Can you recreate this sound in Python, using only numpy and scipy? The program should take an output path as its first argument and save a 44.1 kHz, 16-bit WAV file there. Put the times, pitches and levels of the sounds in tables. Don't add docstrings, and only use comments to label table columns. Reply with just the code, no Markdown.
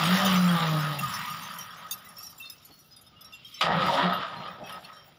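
import sys
import numpy as np
from scipy import signal
from scipy.fft import rfft, irfft, next_fast_len
from scipy.io import wavfile
from scipy.ndimage import uniform_filter1d

SR = 44100
rng = np.random.default_rng(int(sys.argv[2]) if len(sys.argv) > 2 else 0)


def waveform_to_disk(signal):
    frames = np.transpose(np.atleast_2d(signal))
    scaled = np.clip(frames, -1, 1) * 32767
    samples = np.round(scaled).astype(np.int16)
    wavfile.write(sys.argv[1], SR, samples)


N = 228438

# time_s, pitch_hz, note_rms_db, octave_rms_db, each_overtone_db (before STACK_RESPONSE)
NOTE_TABLES = [
    [(0.0, 160.7, -35.5, -46, -49), (0.044, 158.4, -27.5, -47, -46), (0.098, 179.5, -26, -52, -48),
     (0.15, 185.8, -19, -56, -46), (0.24, 194.5, -26, -54, -38), (0.348, 184.4, -23, -49, -38),
     (0.46, 178.2, -19.5, -62, -33), (0.54, 171.9, -23, -41.5, -28), (0.614, 163.7, -28.5, -64, -31),
     (0.77, 154.1, -26.5, -37.5, -28), (0.84, 150.8, -30.5, -54.5, -43), (0.92, 149, -32, -47, -35),
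     (1.0, 140.7, -38, -56, -50), (1.1, 131.4, -45, -58, -56)],
    [(3.63, 194.3, -59, -62, -45), (3.666, 166, -37, -57, -27), (3.74, 156, -39, -50, -32.5),
     (3.772, 166, -26.5, -60, -24), (3.86, 178.6, -31.5, -64, -34), (3.95, 184, -47, -57, -52),
     (4.056, 180, -22.5, -43.5, -27), (4.15, 182, -45.5, -59, -48), (4.24, 189, -60, -62, -47)],
]
# centre_s, depth_db, half_width_s (to 1/e)
NOTE_DIPS = [(0.19, -14, 0.031), (0.586, -25, 0.015), (0.95, -9, 0.014), (3.813, -39, 0.016),
             (4.008, -20, 0.029)]
# frequency_hz, gain_db
STACK_RESPONSE = [(400, -26), (580, -10), (750, -23), (930, -18), (1100, -12), (1250, -38), (1500, -4.5)]
# rumble_db, growl_db, clatter_db
ENGINE_LOAD = [(0.0, -29.5, -9, -10, -2), (0.17, -26.5, -14.5, -8, -4), (0.46, -33, -3, -7, -4.5),
               (0.62, -31, -8.5, -10, -5.5), (0.97, -38.5, -10, -5.5, -2.5), (1.06, -35.5, -5.5, -18.5, -4),
               (1.35, -38.5, -12, -18.5, -7.5), (1.75, -46, -14, -12.5, -6.5), (2.1, -54, -6, -7.5, -6.5),
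               (2.5, -63.5, -14, -6, 0), (2.85, -71.5, -16, -1.5, 2.5), (3.3, -65.5, -24, -3.5, 3),
               (3.607, -65.5, -19, -19, 14.5), (3.611, -26, -25, -11.5, 3), (3.69, -29, -7.5, -3, -9),
               (3.87, -30, -6, -2, -4.5), (3.96, -27, -14.5, -5.5, -3.5), (4.12, -27.5, -13, -5.5, -10),
               (4.2, -36.5, -10, -7, -6.5), (4.245, -33, -25, -15, -8), (4.28, -38, -16, -9, -8),
               (4.4, -43, -1, -2.5, -6), (4.45, -41.5, -9, -2.5, -6), (4.55, -44, -11, -6.5, -10.5),
               (4.63, -53.5, -1, 6.5, -10), (4.7, -43, -10.5, -6, -4), (4.78, -48, -10, -3, -8.5),
               (4.84, -57.5, -1, 1.5, 5.5), (4.9, -51.5, -20, -7, -5.5), (5.18, -69.5, -19, 3, 0.5)]
# frequency_hz, relative_db_per_hz
ROAR_SPECTRUM = [(18, -74), (30, -34), (106, -2.5), (175, 8.5), (297, -13.5), (579, -12.5), (1100, 8),
                 (1270, 5.5), (1650, 5), (1950, -5), (2420, -14.5), (3550, -12.5), (4960, -28.5),
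                 (6140, -48.5), (9000, -54), (11700, -51), (19800, -120)]
# frequency_hz, width_hz, gain_over_roar_db
PANEL_MODES = [(136.6, 224, -7.5), (580.4, 90, 10), (972, 46, 7.5), (1260, 118, 13), (1878, 144, 12.5),
               (3086, 500, 3.5), (3800, 120, 2.5), (4827, 47, 12.5), (5470, 680, 8), (2555, 73, -3),
               (6870, 64, 17.5)]
# time_s, level_db
CHAIN_SHAKE = [(0.0, -26.5), (0.24, -22), (0.47, -28), (0.97, -33.5), (1.0, -30), (1.15, -29),
               (1.34, -34.5), (1.55, -36), (1.62, -39), (1.68, -44.5), (2.15, -46.5), (2.22, -41),
               (2.36, -47.5), (2.8, -53.5), (3.1, -65), (3.19, -68), (3.35, -55), (3.41, -67),
               (3.48, -43.5), (3.58, -51), (3.63, -38), (3.7, -55), (3.92, -38), (4.1, -53), (4.6, -57),
               (4.73, -51), (5.18, -60)]
# frequency_hz, relative_db_per_hz
RATTLE_SPECTRUM = [(1470, -35), (2500, -21), (3080, -25), (4220, -0.5), (5530, 7.5), (6410, -10),
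                   (7080, 4.5), (8010, -31), (8520, -7), (11700, 0), (13800, -3.5), (14900, -10),
                   (15800, 20)]
# frequency_hz, width_hz (unused), weight_db (scaled down in use)
LINK_MODES = [(2646, 16, -12), (3020, 99, -56), (3700, 16, -51), (3930, 51, -1), (3940, 47, -43),
              (5070, 13, -37), (4750, 73, 14), (5570, 19, 1), (6200, 18, -73), (6000, 11.7, 19),
              (6680, 17, -10), (7445, 17, -9.5), (7900, 27, -71), (8200, 15, -38), (8810, 43, 11),
              (9550, 31, 2), (10300, 26, 21), (10900, 220, 9), (11600, 29, -38), (11500, 43, 29),
              (10800, 27, -27), (13600, 110, 7), (14000, 190, -67), (14600, 32, -40), (13900, 48, 7),
              (14900, 76, -13), (14100, 230, 26), (15400, 95, 0)]
# start_s, level_db, low_hz, low_db, mid_hz, mid_db, high_hz, high_db, low_and_mid_t60_s;
# ring dB relative to the clink level, the high ring before its trim
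CLINK_EVENTS = [(0.2484, -22, 3650, -9, 5010, -27, 14700, -6, 0.15),
                (0.3584, -21.5, 2970, -18, 6030, -9.5, 14700, -16, 0.15),
                (0.4873, -20, 3300, -6, 4606, -17, 10600, -26, 0.11),
                (0.7968, -24, 3920, -14, 5140, -13, 14800, -8.5, 0.2),
                (0.987, -23, 2734, -9.5, 6950, -22, 15600, -11.5, 0.16),
                (1.137, -19.5, 2800, -21, 5350, -8, 15300, -13, 0.11),
                (1.2984, -29, 2880, -15, 5640, -15, 11800, -8, 0.12),
                (1.421, -31, 3820, -19, 6270, -14.5, 11900, -8, 0.3),
                (1.5861, -25, 3095, -14, 5730, -16, 11700, -7.5, 0.18),
                (1.6084, -29.5, 3000, -18, 5660, -5.5, 14600, -13, 0.11),
                (1.704, -38, 3340, -9, 5490, -13, 11700, -18, 0.14),
                (1.7687, -38.5, 3880, -16, 6400, -15, 15000, -11, 0.19),
                (1.9102, -12, 3620, -12.5, 6590, -12.5, 14800, -10, 0.067),
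                (1.9766, -37, 2450, -19, 4980, -16, 15200, -7, 0.13),
                (2.0485, -39, 3900, -14, 5700, -21, 15200, -6, 0.15),
                (2.088, -39, 3380, -22, 5530, -11.5, 10000, -6, 0.2),
                (2.166, -38.5, 3240, -21, 5400, -3.5, 10900, -16, 0.28),
                (2.1834, -32.5, 2630, -24, 5510, -11.5, 12000, -6.5, 0.35),
                (2.2276, -31, 3880, -38, 5670, -7.5, 12360, -5, 0.26),
                (2.2648, -27.5, 3140, -28, 5440, -3.5, 10600, -14, 0.078),
                (2.2982, -37.5, 3120, -21, 5630, -14, 14600, -7, 0.13),
                (2.379, -34.5, 3360, -18, 7280, -7, 14700, -6.5, 0.069),
                (2.3987, -33, 2683, -6.5, 6150, -34, 14700, -6, 0.39),
                (2.4234, -35.5, 3650, -3, 6670, -24, 8720, -21, 0.15),
                (2.4534, -32, 3620, -6, 5070, -18, 15000, -21, 0.18),
                (2.4982, -26, 3660, -18, 5130, -7, 14900, -9.5, 0.1),
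                (2.6248, -42, 3730, -7, 5370, -12, 11600, -12, 0.074),
                (2.6485, -38.5, 4370, -18, 6900, -17, 11600, -6, 0.15),
                (2.708, -48, 4370, -3.5, 6100, -21, 12200, -15, 0.36),
                (2.7896, -42.5, 4270, -24, 5660, -12, 12100, -5, 0.18),
                (2.8449, -52, 2730, -11, 5750, -17, 15100, -17, 0.19),
                (2.9083, -41, 4100, -19, 5050, -5.5, 15000, -14, 0.2),
                (2.9634, -43.5, 3650, -12, 4860, -10, 10500, -8, 0.2),
                (3.0114, -46, 3900, -18, 6970, -12, 10500, -6, 0.099),
                (3.0426, -49, 2940, -19, 5030, -10, 14400, -9, 0.15),
                (3.0649, -40, 3650, -10.5, 5150, -11, 10800, -18, 0.12),
                (3.1584, -49.5, 2850, -2, 5140, -17, 14800, -23, 0.27),
                (3.209, -35, 3480, -14, 5080, -10.5, 14100, -10, 0.13),
                (3.245, -33.5, 3910, -16, 5560, -8, 9930, -15, 0.18),
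                (3.3232, -38, 2750, -2, 5100, -9, 12100, -23, 0.069),
                (3.333, -30.5, 2750, -9, 5050, -21.5, 12500, -20, 0.22),
                (3.4465, -35.5, 3196, 2, 5430, -7.5, 11500, -14.5, 0.12),
                (3.5218, -40, 3260, -8, 5130, -17, 11100, -21, 0.12),
                (3.5414, -31.5, 3100, -11.5, 5400, -9, 11770, -20, 0.17),
                (3.6086, -14, 3122, -13, 4770, -12, 11700, -26.5, 0.1),
                (3.8642, -25, 3060, -17, 4820, -19, 14910, -17, 0.14),
                (4.1322, -27, 2814, -8, 4504, -26, 11500, -14, 0.15),
                (4.2009, -31.5, 3035, -5.5, 4700, -31, 10500, -33, 0.18),
                (4.366, -38, 4160, -7.5, 4900, -31, 9800, -24, 0.39),
                (4.4777, -35, 2500, -8, 5350, -15.5, 10960, -21, 0.13),
                (4.5106, -40.5, 3600, -5, 5510, -13, 8740, -34, 0.14),
                (4.6369, -35.5, 2610, -9, 5620, -13, 10700, -24, 0.3),
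                (4.6584, -37, 2560, -6, 5500, -16, 15100, -13, 0.15),
                (4.6935, -34.5, 3120, -11.5, 5620, -23, 10050, -10.5, 0.18),
                (4.7242, -28, 2774, -10.5, 5100, -13.5, 10700, -14.5, 0.12),
                (4.8454, -31, 2680, -12, 5500, -18, 10400, -19, 0.12),
                (4.9287, -42.5, 3860, -9.5, 5500, -7.5, 15300, -17, 0.22),
                (4.966, -40.5, 3146, -9.5, 5520, -12, 11000, -20, 0.36)]
# centre_s, peak_db, pitch_hz, half_length_s
DRONE_EVENTS = [(0.22, -32, 588, 0.088), (0.237, -30.5, 735, 0.052), (0.308, -28, 1134, 0.027),
                (.6, -30, 1185, 0.097), (0.606, -35, 829, 0.13), (0.855, -37.5, 1257, 0.3),
                (1.046, -25.5, 1227, 0.03), (1.221, -43, 1925, 0.11), (1.314, -35, 1222, 0.082),
                (1.859, -37, 1263, 0.026), (3.144, -57.5, 1240, 0.033), (3.296, -56.5, 1270, 0.075),
                (1.945, -49.5, 1240, 0.09), (2.073, -49, 2010, 0.02), (3.339, -41.5, 3560, 0.011),
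                (3.465, -49, 3770, .02), (4.425, -44, 644, 0.032), (4.655, -48, 3240, 0.021),
                (4.759, -51, 5140, 0.016), (2.469, -46.5, 4240, 0.033), (3.354, -57.5, 7300, 0.037),
                (3.595, -41, 3880, 0.013), (3.648, -34, 640, 0.058), (3.699, -33.5, 930, 0.044),
                (3.795, -33, 534.4, 0.069), (3.898, -19.5, 944, 0.017), (3.939, -33, 903, 0.074),
                (3.942, -26.5, 559, 0.044), (3.994, -22.5, 947, 0.021), (3.998, -33, 268.9, 0.061),
                (4, -29, 700, 0.033), (4.089, -32.5, 690, 0.06), (4.249, -41, 672, 0.034),
                (4.382, -43, 940, 0.085), (4.618, -43.5, 624, 0.04), (4.748, -39, 1273, 0.062),
                (4.851, -43.5, 4320, 0.011), (4.925, -51, 1273, 0.087)]
# centre_s, rms_at_centre_db
THUD_EVENTS = [(2.71, -55), (4.2, -46), (4.63, -43.5)]
# frequency_hz, relative_db_per_hz
QUIET_SPECTRUM = [(18, -48), (30, -8.5), (141, 9), (413, -7), (775, -12), (1120, -30), (1270, -2),
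                  (2390, -31), (5120, -11.5), (8420, -48), (15800, -24)]

T, M = np.arange(N) / SR, next_fast_len(N)
FREQ_HZ = np.maximum(np.arange(M // 2 + 1) * SR / M, 1)


def undb(db):
    return 10 ** (np.asarray(db) / 20)


def level(x, rms_db):
    return x * undb(rms_db) / np.sqrt(np.mean(x ** 2))


def columns(*tables):
    time_s, *cols = np.concatenate(tables).T
    return [np.interp(T, time_s, col) for col in cols]


def colour(table, hz):
    table_hz, db = np.transpose(table)
    return np.interp(np.log(hz), np.log(table_hz), db)


def walk(rate_hz):
    hold_ms = int(1000 / rate_hz)
    count = int(N / SR * rate_hz * 1.2) + 2
    held = np.repeat(rng.standard_normal(count), hold_ms)
    smooth = uniform_filter1d(uniform_filter1d(held, hold_ms), hold_ms)
    return 1.3 * np.interp(T * 1000, np.arange(len(held)), smooth)


def bands(shape_db, lo_hz, hi_hz, per_octave):
    noise = rfft(rng.standard_normal(M)) * undb(shape_db)
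    octaves = np.log2(FREQ_HZ)
    steps = np.arange(int(per_octave * np.log2(hi_hz / lo_hz)) + 1)
    for hz in lo_hz * 2 ** (steps / per_octave):
        window = np.clip(1 - per_octave * np.abs(octaves - np.log2(hz)), 0, 1)
        yield hz, irfft(noise * window, M)[:N]


def rings(t, hz, db, t60_s, turn=0):
    decay = np.exp(-np.log(1000) * t / t60_s)
    attack = 1 - np.exp(-t / 0.0035)
    beat = 1 + 0.2 * np.cos(2 * np.pi * 0.0057 * hz * t)
    return undb(db) * decay * attack * beat * np.sin(2 * np.pi * (hz * t + turn))


def exhaust():
    hz, note_db, octave_db, over_db = columns(*NOTE_TABLES)
    for s, depth_db, half_s in NOTE_DIPS:
        note_db = note_db + depth_db * np.exp(-((T - s) / half_s) ** 2)
    active = sum((T >= table[0][0]) & (T <= table[-1][0]) for table in NOTE_TABLES)
    gate = uniform_filter1d(active * 1., size=600)
    phase = 2 * np.pi * np.cumsum(hz * (1 + 0.0033 * walk(40))) / SR
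    over = 0
    for k in range(3, 9):
        gain = undb(colour(STACK_RESPONSE, k * hz) + 2.2 * walk(15))
        over = over + gain * np.sin(k * phase + 0.047 * walk(22))
    low = undb(note_db) * np.sin(phase) + undb(octave_db) * np.sin(2 * phase)
    return np.sqrt(2) * gate * (low + undb(over_db) * over), phase


def block(phase):
    roar_db, rumble_db, growl_db, clatter_db = columns(ENGINE_LOAD)
    lift = 1 + sum((undb(db) - 1) / (1 + (2 * (FREQ_HZ - hz) / width_hz) ** 2)
                   for hz, width_hz, db in PANEL_MODES)
    shape_db = colour(ROAR_SPECTRUM, FREQ_HZ) + 20 * np.log10(lift)
    parts = list(bands(shape_db, lo_hz=30, hi_hz=12000, per_octave=3))
    throb = 1 + .12 * np.cos(phase + walk(25))
    shared_db = .8 * walk(20)
    bright_db_per_octave = 1.9 * np.clip(clatter_db + 10.0, -6, 6.)
    knock = undb(1.49 * walk(220) + 0.2 * np.cos(phase / 3 + walk(15)))
    out = 0
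    for lo_hz, hi_hz, db in ((0, 300, rumble_db), (300, 900, growl_db), (900, 2300, 0.), (2300, SR, clatter_db)):
        part = 0
        for hz, x in parts:
            if lo_hz <= hz < hi_hz:
                tilt_db = bright_db_per_octave * max(np.log2(hz / 4000), 0)
                part = part + x * undb(2.35 * walk(18) + shared_db + tilt_db)
        if lo_hz > 600:
            part = part * knock
        out = out + level(part, 0) * undb(db) * (throb if lo_hz else 1)
    return out * undb(roar_db)


def shaking():
    jolt_db, jolt_t60_s = -6., .1
    power = undb(columns(CHAIN_SHAKE)[0]) ** 2
    for s, db, *_, high_db, _t60_s in CLINK_EVENTS:
        i = int(s * SR)
        t = T[i:i + SR // 4] - s
        decay_db = -60 * t / jolt_t60_s
        power[i:i + len(t)] += undb(db + high_db + jolt_db + decay_db) ** 2 * np.clip(t / .003, 0, 1)
    return 10 * np.log10(power)


def rattle(phase):
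    shake_db = shaking()
    firing = undb(3.5 * np.cos(phase / 3 + .4 * walk(12)))
    flutter = undb(0.4 * walk(70)) * firing
    parts = bands(colour(RATTLE_SPECTRUM, FREQ_HZ), lo_hz=2000, hi_hz=16100, per_octave=2)
    patchy_db = np.clip(-.2 * (shake_db + 25), 1.5, 6)
    hiss = flutter * sum(x * undb(patchy_db * walk(40)) for _, x in parts)
    stray = np.zeros(N + SR)
    for when, which, size, force in rng.random(size=(1100, 4)):
        hz, _, weight_db = LINK_MODES[int(which * len(LINK_MODES))]
        t60_s = 840.0 / hz + 0.0052
        i, t = int(when * N), np.arange(int(t60_s * SR / 2)) / SR
        touch_db = shake_db[i] + 0.083 * weight_db - 13.0 * force - 9.0
        stray[i:i + len(t)] += rings(t, hz * (1 + 0.0644 * (size - .5)), touch_db, t60_s)
    return undb(shake_db) * level(hiss, 0.065) + stray[:N]


def clinks():
    high_t60_s, high_trim_db = 0.053, 2.5
    bounce_s, bounce_loss_db = 0.037, -13
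    out, t = np.zeros(N + SR), np.arange(SR // 5) / SR
    short = SR // 14
    mode_hz, _, mode_db = np.transpose(LINK_MODES + LINK_MODES)[:, :, None]
    chance = rng.random((len(CLINK_EVENTS), 4, len(mode_hz), 1))
    for (s, db, *row), (pick, turn, size, late) in zip(CLINK_EVENTS, chance):
        low_hz, low_db, mid_hz, mid_db, high_hz, high_db, t60_s = row
        main = rings(t, low_hz, low_db, max(t60_s, .02))
        main += rings(t, mid_hz, mid_db, max(t60_s, .02))
        main += rings(t, high_hz, high_db + high_trim_db, high_t60_s)
        near_db = np.where(mode_hz > 8000, high_db, mid_db)
        rest_db = -8. - 26. * pick + bounce_loss_db * late ** 2 + 0.4 * mode_db + near_db
        shifted_hz = mode_hz * (1 + 0.063 * (size - .5))
        since = np.maximum(t[:short] - bounce_s * late ** 2, 0)
        main[:short] += rings(since, shifted_hz, rest_db, 150.0 / mode_hz + 0.054, turn).sum(axis=0)
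        tick = undb(high_db - 5.5) * np.diff(rng.standard_normal(len(t) + 1)) * np.exp(-t / 0.0025)
        i = int(s * SR)
        out[i:i + len(t)] += undb(db) * (main + tick)
    return out[:N] * undb(2.5 * walk(110))


def drones():
    out = np.zeros(N)
    phase_wander = 1.48 * walk(30)
    for s, db, hz, half_s in DRONE_EVENTS:
        i = slice(int((s - half_s) * SR), int((s + half_s) * SR))
        swell = np.cos(np.pi / 2 * (T[i] - s) / half_s) ** 2
        out[i] += undb(db) * swell * np.sin(2 * np.pi * hz * T[i] + phase_wander[i])
    return out


def thuds():
    bandpass = signal.butter(2, [90, 650], "bandpass", fs=SR, output="sos")
    low = signal.sosfilt(bandpass, rng.standard_normal(N))
    return level(low, 0) * sum(undb(db) * np.exp(-((T - s) / 0.014) ** 2) for s, db in THUD_EVENTS)


def quiet():
    parts = bands(colour(QUIET_SPECTRUM, FREQ_HZ), lo_hz=30, hi_hz=16000, per_octave=1)
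    return level(sum(x * undb(1.0 * walk(23)) for _, x in parts), rms_db=-62)


def scene():
    note, phase = exhaust()
    engine = note + block(phase)
    chains = rattle(phase) + clinks()
    return (engine + chains + drones() + thuds() + quiet())[None]


def record(dry):
    lowpass = signal.ellip(12, .2, 60, 15550, fs=SR, output="sos")
    return signal.sosfilt(lowpass, dry)


dry = scene()
out = record(dry)
waveform_to_disk(out)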